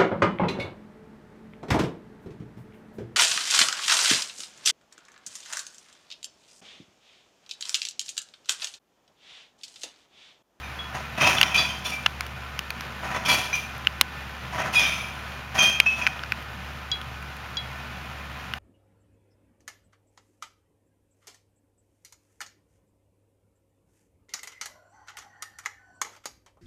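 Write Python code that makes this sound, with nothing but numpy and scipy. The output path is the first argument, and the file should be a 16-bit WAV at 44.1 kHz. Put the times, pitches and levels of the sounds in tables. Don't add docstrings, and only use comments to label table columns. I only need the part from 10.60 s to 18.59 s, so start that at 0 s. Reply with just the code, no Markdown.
import sys
import numpy as np
from scipy import signal
from scipy.fft import rfft, irfft, next_fast_len
from scipy.io import wavfile
from scipy.ndimage import uniform_filter1d

SR = 44100
rng = np.random.default_rng(int(sys.argv[2]) if len(sys.argv) > 2 else 0)


def transcribe(u):
    v = np.clip(np.atleast_2d(u).T, -1, 1)
    q = np.round(v * 32767).astype(np.int16)
    wavfile.write(sys.argv[1], SR, q)


N = 352182

# (f/Hz, level/dB per Hz)
WALL = [(250, -23.5), (500, -6), (900, 3), (2000, 5), (2600, -3), (3600, -17.5), (4500, -19), (7000, -12.5)]


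def gain_of(db):
    return 10 ** (np.asarray(db) / 20)


def evened(x):
    return x / np.sqrt(np.mean(abs(x) ** 2) + 1e-20)


def add(mix, s, sound):
    part = mix[round(s * SR):][:len(sound)]
    part += sound[:len(part)]


def coloured(x, points):
    f, db = np.transpose(points)
    size = next_fast_len(len(x))
    hz = np.fft.rfftfreq(size, 1 / SR)
    curve_db = np.interp(np.log(hz + 1), np.log(f), db, -90, -90)
    return evened(irfft(rfft(x, size) * gain_of(curve_db), size)[:len(x)])


def resonate(x, hz, width):
    r = np.exp(-np.pi * width / SR)
    return evened(signal.lfilter([1, 0, -r], [1, -2 * r * np.cos(2 * np.pi * hz / SR), r * r], x))


def drift(n, seconds):
    size = max(round(seconds * SR), 2)
    once = uniform_filter1d(rng.standard_normal(n), size)
    return evened(uniform_filter1d(once, size))


def engine():
    # (f/Hz, width/Hz, level/dB)
    booms = [(124.2, 12.4, -50.5), (187, 20, -53.5), (232.8, 21, -55)]
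    # (f/Hz, width/Hz, level/dB)
    whines = [(762.3, 22, -57), (942, 9.2, -66), (1021, 16, -54.5), (1251, 23, -54), (1358, 7.5, -54.5),
              (1434, 16, -57), (1497, 15, -53), (1603, 3.5, -63.5), (1778, 12.5, -55.5), (2453, 80, -54)]
    # (f/Hz, level/dB per Hz)
    clatter_curve = [(20, -28), (60, -15), (85, -23), (105, -3), (240, -14.5), (400, -16), (750, -11),
                     (1450, -10.5), (2740, -13.5), (4200, -22.5), (6370, -29), (8500, -37), (13700, -35),
                     (15700, -42), (16100, -60)]
    firing_hz, firing_db, clatter_db = 70.2, -43.8, -40

    firings = np.cumsum(firing_hz + .6 * drift(N, .08)) / SR
    octave = gain_of(-9.0) * np.sin(4 * np.pi * firings + 1.13)
    tone_level = np.sqrt(2) * gain_of(firing_db + 1.1 * drift(N, 0.11))
    tone = tone_level * (np.sin(2 * np.pi * firings) + octave)

    uneven = gain_of(2.4 * rng.standard_normal(N // 400))[firings.astype(int)]
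    throb = 1 + .5 * uneven * np.exp(-(firings % 1) / 0.52)
    clatter = coloured(throb * rng.standard_normal(N), clatter_curve) * gain_of(clatter_db)
    clatter = clatter * gain_of(.8 * drift(N, .07))

    noise = rng.standard_normal(N)
    hum = sum(gain_of(db) * resonate(resonate(noise, f, width), f, width) for f, width, db in booms + whines)
    return tone + clatter + hum


def knock(db, build, piece):
    glass = { "jar": [(2470, -12, 0.14), (2574, 0.5, 0.14), (2700, -6, .15), (2800, -9, .1),
             (3110, -8, .06), (3680, -15, .15), (4170, -15, .07), (5800, -16, .2)],
             "wine bottle": [(2498, 0, .32), (2440, -6, .3), (3413, 2, .2), (3251, -10, .2),
             (3704, -12, .28), (3984, -9, .3), (4651, -3, .3), (4712, -6, .22), (5227, -16, .3),
             (6228, -17, .35), (6966, -18, .25), (8969, -30, .3), (10570, -28, .3)],
             "green bottle": [(2348, -4, .3), (2390, -8, .2), (2018, -12, .1), (2580, -13, 0.18),
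             (4730, -12, .05), (5600, -12, .05)], "flask": [(3138, 0, .35), (6411, -11, .4)],
             "small bottle": [(3466, 0, .25), (3552, -10, .2), (2578, -6, .2), (4139, -12, .2),
             (4650, -12, .2), (5614, -9, .25), (6955, -14, .2)], "beer bottle": [(2379, 0, .18),
             (2455, -6, .22), (3984, -22, .2), (4910, -24, .2), (5943, -12, .33), (6433, -23, .3),
             (8950, -33, .25), (12300, -36, .3), (13620, -34, .5)], "wide jar": [(3316, 0, .22),
             (3407, -1, .22), (4139, -10, .2), (4543, -10, .25), (4750, -12, .15), (5657, -14, .25),
             (11500, -24, .2), (12500, -26, .2)], "juice bottle": [(2455, 0, .35), (2530, -7, .3),
             (3348, -10, .35), (3682, -16, .3), (3860, -20, .3), (4910, -24, .3), (5082, -14, .25),
             (6686, -22, .25), (9205, -26, .25), (10900, -20, .22)], "square bottle": [(2298, -1, .3),
             (2374, 0, .3), (2492, -1, .3), (3682, -6, .3), (5948, -13, .2), (6093, -13, .25),
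             (10060, -22, 1.), (14200, -28, .4)], "tall bottle": [(2462, 0, .23), (2496, -6, .25),
             (3192, -1, .38), (3261, -12, .3), (4861, -20, .3), (5200, -20, .35), (5437, -24, .3),
             (5658, -16, .3), (5739, -21, .3), (6227, -10, .45), (6388, -11, .45)],
             "squat bottle": [(2507, -1.5, 0.25), (2405, -11.5, .3), (2610, -7, .3), (3280, -13, .2)],
             "soda bottle": [(2584, 0, .26), (5615, -32, .15)], "phial": [(3343, 0, .18)],
             "thin bottle": [(3327, 0, 0.17), (4002, -9.5, 0.15), (4800, -8, 0.061), (5580, -1.5, 0.0097),
             (6700, -8, 0.014)]}
    t = np.arange(SR // 2) / SR
    rough = .41 * (1 - np.exp(-(build / .003) ** 2))
    ring = 0
    for hz, partial_db, t60 in glass[piece]:
        wander = drift(len(t), .007) + 1j * drift(len(t), .007)
        waver = (1 + rough * wander) / np.sqrt(1 + 2 * rough ** 2)
        ring = ring + gain_of(partial_db - 60 * t / t60) * (waver * np.exp(2j * np.pi * hz * t)).imag
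    swelling = 1 - np.exp(-t / build)
    fade = np.minimum(20 * (t[-1] - t), 1)
    crack = gain_of(-14.5 - 60 * t / 0.046) * coloured(rng.standard_normal(len(t)), WALL)
    on_steel = piece != "thin bottle"
    return gain_of(db) * (ring * swelling * fade + on_steel * crack)


def street(x):
    size, t60 = SR // 2, 0.58
    taps = rng.choice([-1., 1.], size) * (rng.random(size) < 2000 / SR)
    first = np.arange(size) > 300
    taps = taps * gain_of(-60 * np.arange(size) / SR / t60) * first
    return signal.fftconvolve(x, taps / np.linalg.norm(taps))[:N]


def swell(axis, lingers):
    # (t/s, build-up/s, t60/s before the layer's lingers factor,
    # blows on steel level/dB, fizz of shards level/dB, jostling glass level/dB)
    landings = [(.336, 0.02, 0.41, -31.5, -46, -56), (0.574, 0.0067, 0.67, -27, -39.5, -55),
                (0.599, 0.019, 0.63, -20, -32, -22), (.660, 0.011, 0.42, -19.5, -25, -22.5),
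                (.700, .015, 0.42, -28.5, -40, -35), (.760, .03, 1, -31, -42, -34),
                (.850, .01, 0.54, -33, -42, -29.5), (0.941, 0.0067, 0.75, -33, -31.5, -22.5),
                (.965, 0.019, 0.6, -30, -44, -40), (1.240, 0.019, 0.66, -36.5, -34.5, -36),
                (2.424, 0.013, 1, -33, -53, -58), (2.480, 0.038, 0.55, -33.5, -59, -50),
                (2.535, 0.018, 0.45, -28, -54, -38), (2.648, 0.011, 0.97, -30.5, -32, -26),
                (2.680, 0.014, 0.42, -25.5, -25.5, -28), (2.705, 0.011, 0.46, -24.5, -26.5, -26),
                (2.926, .03, 0.37, -46, -37, -32), (3.918, 0.018, 0.44, -32.5, -46.5, -54),
                (3.978, 0.0093, 0.65, -26.5, -57, -33), (4.040, 0.016, 0.2, -26.5, -65, -55),
                (4.122, 0.027, 0.47, -29.5, -29, -44), (4.170, 0.031, 1, -30.5, -33.5, -22),
                (4.942, 0.011, 0.54, -27, -37.5, -35), (4.974, 0.015, 0.55, -27, -31.5, -21.5),
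                (5.020, 0.013, 0.42, -29.5, -28.5, -42), (5.255, 0.0075, .8, -50, -44, -32),
                (5.360, 0.024, 0.4, -35.5, -43, -47), (5.412, 0.0078, .6, -39, -55, -36),
                (5.480, 0.0085, 0.21, -41, -60, -44), (5.555, 0.01, .1, -39, -65, -58)]
    power, t = np.zeros(N), np.arange(SR) / SR
    for row in landings:
        s, build, t60 = row[:3]
        decay = gain_of(row[axis] - 60 * np.maximum(t - build, 0) / (t60 * lingers))
        shape = np.minimum(t / build, 1) * decay
        add(power, s, shape ** 2)
    return np.sqrt(power)


def jostle(n):
    # (f/Hz, spread to either side/Hz, level/dB)
    heap = [(2470, 150, -0.5), (3315, 320, -5), (4770, 454, -17.5), (5930, 552, -12.5), (10900, 1600, -38)]
    t, out = np.arange(2048) / SR, np.zeros(n)
    for centre_hz, spread_hz, db in heap:
        for pitch, length in rng.random((6, 2)):
            force = gain_of(3 * np.minimum(rng.exponential(1, n), 3))
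            touches = force * (rng.random(n) < 60 / SR)
            hz = centre_hz + spread_hz * (2 * pitch - 1)
            t60 = .04 + .06 * length
            ring = gain_of(db - 60 * t / t60) * np.sin(2 * np.pi * hz * t)
            out += signal.oaconvolve(touches, ring)[:n]
    return evened(out)


def load():
    # (f/Hz, width/Hz, level/dB)
    hopper = [(650, 53, 3), (753, 40, 4), (966, 15, 2), (986.7, 6.1, 2), (1180, 180, 1), (1320, 42, -0.5),
              (1515, 50, -8), (1855, 30, -1.5), (2000, 44, -12.5)]
    # (f/Hz, level/dB per Hz)
    shards = [(2500, 16), (3500, 4.5), (6000, 4.5), (7300, -2.5), (9000, -1.5), (11000, -1.5),
              (13000, -6.5), (16000, -9.5)]
    force = gain_of(2.0 * np.minimum(rng.exponential(1, N), 3))
    blows = force * (rng.random(N) < 400 / SR)
    hail = evened(signal.lfilter([1], [1, -.99], blows)) + 1.1
    drive = hail * rng.standard_normal(N)

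    modes = evened(sum(gain_of(db) * resonate(drive, f, width) for f, width, db in hopper))
    steel = evened(coloured(drive, WALL) + 1.1 * modes)
    thud = gain_of(-10.5) * coloured(drive, [(60, -6), (100, -1), (200, 1.5), (400, -13)])
    fizz = coloured(drive, shards)
    return (swell(axis=3, lingers=0.99) * steel + swell(axis=3, lingers=1.09) * thud
            + swell(axis=4, lingers=0.9) * fizz + swell(axis=5, lingers=0.74) * jostle(N))


def click(db, hz, low_db, crack_db, tick_db):
    # (f/Hz, level/dB, t60/s)
    shell = [(1477, -0.5, 0.012), (2110, -0.5, 0.0079)]
    t = np.arange(1200) / SR
    noise = rng.standard_normal(len(t))
    ring = gain_of(-60 * t * hz / 18) * np.sin(2 * np.pi * hz * t)
    rise = (1 - np.exp(-t / 0.00032)) ** 2
    low = sum(gain_of(low_db + d - 60 * t / t60) * np.sin(2 * np.pi * f * t) for f, d, t60 in shell)
    low = low * (1 - np.exp(-t / 0.00077))
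    broad = coloured(noise, [(300, -18), (1200, 3.0), (2200, 4.5), (5200, -1.0), (7500, -14)])
    crack = gain_of(crack_db - 60 * t / 0.0084) * broad
    bright = coloured(noise, [(7500, -15), (8500, 0.5), (14000, -0.5), (16500, -10)])
    tick = gain_of(tick_db - 60 * t / 0.0082) * bright
    return gain_of(db) * rise * (ring + low + crack + tick)


def scene():
    # (t/s, level/dB, time constant of the build-up/s, piece)
    knocks = [(.03, -38.5, 0.0054, "square bottle"), (.19, -28.5, 0.0017, "phial"),
              (0.434, -34, 0.018, "squat bottle"), (0.576, -30, .001, "jar"), (.610, -18, 0.0012, "jar"),
              (0.638, -14, .006, "jar"), (0.668, -17.5, .004, "jar"), (0.699, -34, .004, "jar"),
              (.766, -26, .004, "small bottle"), (0.904, -22, 0.011, "squat bottle"),
              (.945, -16.5, 0.0018, "squat bottle"), (.950, -32, .002, "wine bottle"),
              (0.976, -18.5, 0.0032, "wine bottle"), (1.085, -31, 0.0028, "flask"),
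              (1.249, -26, .004, "small bottle"), (1.321, -21.5, 0.005, "green bottle"),
              (2.47, -30, 0.0089, "squat bottle"), (2.54, -38, 0.0037, "small bottle"),
              (2.651, -29, 0.0015, "wide jar"), (2.686, -12.5, 0.0069, "green bottle"),
              (2.689, -19, 0.0063, "wide jar"), (2.715, -18.5, 0.0058, "wide jar"),
              (2.719, -28, .006, "squat bottle"), (2.83, -32, .01, "wide jar"),
              (2.929, -16.5, .002, "beer bottle"), (2.956, -22, 0.005, "beer bottle"),
              (4.131, -24, 0.0033, "squat bottle"), (4.145, -11, 0.014, "juice bottle"),
              (4.165, -19, 0.0086, "juice bottle"), (4.19, -22, .01, "juice bottle"),
              (4.20, -27, .01, "wide jar"), (4.215, -21, 0.0051, "juice bottle"),
              (4.259, -27.5, .005, "square bottle"), (4.31, -34, 0.0081, "square bottle"),
              (4.38, -32.5, 0.0084, "square bottle"), (4.451, -39, 0.011, "square bottle"),
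              (4.980, -23, 0.0008, "squat bottle"), (4.987, -15, 0.0046, "tall bottle"),
              (5.03, -16.5, 0.0064, "tall bottle"), (5.050, -23.5, 0.0078, "tall bottle"),
              (5.10, -20.5, 0.0045, "squat bottle"), (5.142, -23, 0.0054, "squat bottle"),
              (5.262, -12.5, .0012, "soda bottle"), (5.354, -41, .004, "soda bottle"),
              (5.415, -21, 0.00048, "squat bottle"), (5.48, -33, .005, "squat bottle"),
              (6.3157, -18.5, 0.00035, "thin bottle"), (6.9696, -22, 0.0004, "thin bottle")]
    # (t/s, level/dB, ring f/Hz, then against that level:
    # low modes level/dB, broad crack level/dB, bright tick level/dB)
    clicks = [(0.784, 0.5, 3100, -15, -20, -33), (0.8131, 8, 2760, -10.5, -8.5, -21),
              (.8300, 2, 3030, -19, -5, -22), (.8345, -0.5, 2400, -10, -5.5, -34),
              (1.4604, -3.5, 2770, -6, -15, -31), (1.4622, 3, 2840, -8, -7.5, -29),
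              (1.4645, -1.5, 2770, -7, -21, -35), (1.6076, -13.5, 2200, -11, -1, -14),
              (1.6651, -25, 2880, -6, -4, -6), (1.9913, -10.5, 2820, -17, -2.5, -17.5),
              (2.1043, -9, 2500, -6.5, -5.5, -18), (2.2080, -18, 3150, -11, -1.5, -16),
              (3.1800, -40.5, 3000, -19, -19, 3), (3.248, -21, 3180, -9, -10, -26),
              (3.2709, 6, 2860, -15.5, -18.5, -37), (3.4118, -0.3, 2960, -21, 2.5, -6),
              (3.4178, -11.5, 3070, -16, -21, -35), (3.9180, -31.5, 2580, -11, -9, -24),
              (5.201, 9, 2460, -34, -11, -24.5), (5.204, 1, 2920, -17, -22, -37),
              (5.4667, 1.5, 2460, -10, -10, -40), (5.472, -1, 2400, -4.5, -12, -28.5),
              (5.5928, -17, 3260, -9, -16, -30), (5.6356, -16.5, 2700, 2.5, -4, -37),
              (5.7210, -1.2, 2420, -5.5, -14, -28.5), (5.8250, -31, 3000, -11, -3, -11),
              (6.4148, -16, 3200, -15, -11, -22), (6.6260, -23, 2470, -9, -11, -19),
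              (6.7674, -29, 2290, -11, -1, -11), (7.9365, -7, 2900, -4.5, -13.5, -28)]
    far, near = load(), np.zeros(N)
    for s, db, build, piece in knocks:
        place = near if piece == "thin bottle" else far
        add(place, s, knock(db, build, piece))
    for s, *how in clicks:
        add(near, s, click(*how))
    return (engine() + far + gain_of(-10.5) * street(far) + near)[None]


def record(dry):
    gap_hz, half_width_hz, edge_hz = 7930, 340, 16600
    band = [gap_hz - half_width_hz, gap_hz + half_width_hz]
    gap = signal.butter(3, band, "bandstop", fs=SR, output="sos")
    clipped = np.clip(signal.sosfilt(gap, dry), -1, 1)
    band_limit = signal.firwin(511, edge_hz, window=("kaiser", 11), fs=SR)
    return signal.oaconvolve(clipped, band_limit[None], "same")


dry = scene()
out = record(dry)
transcribe(out)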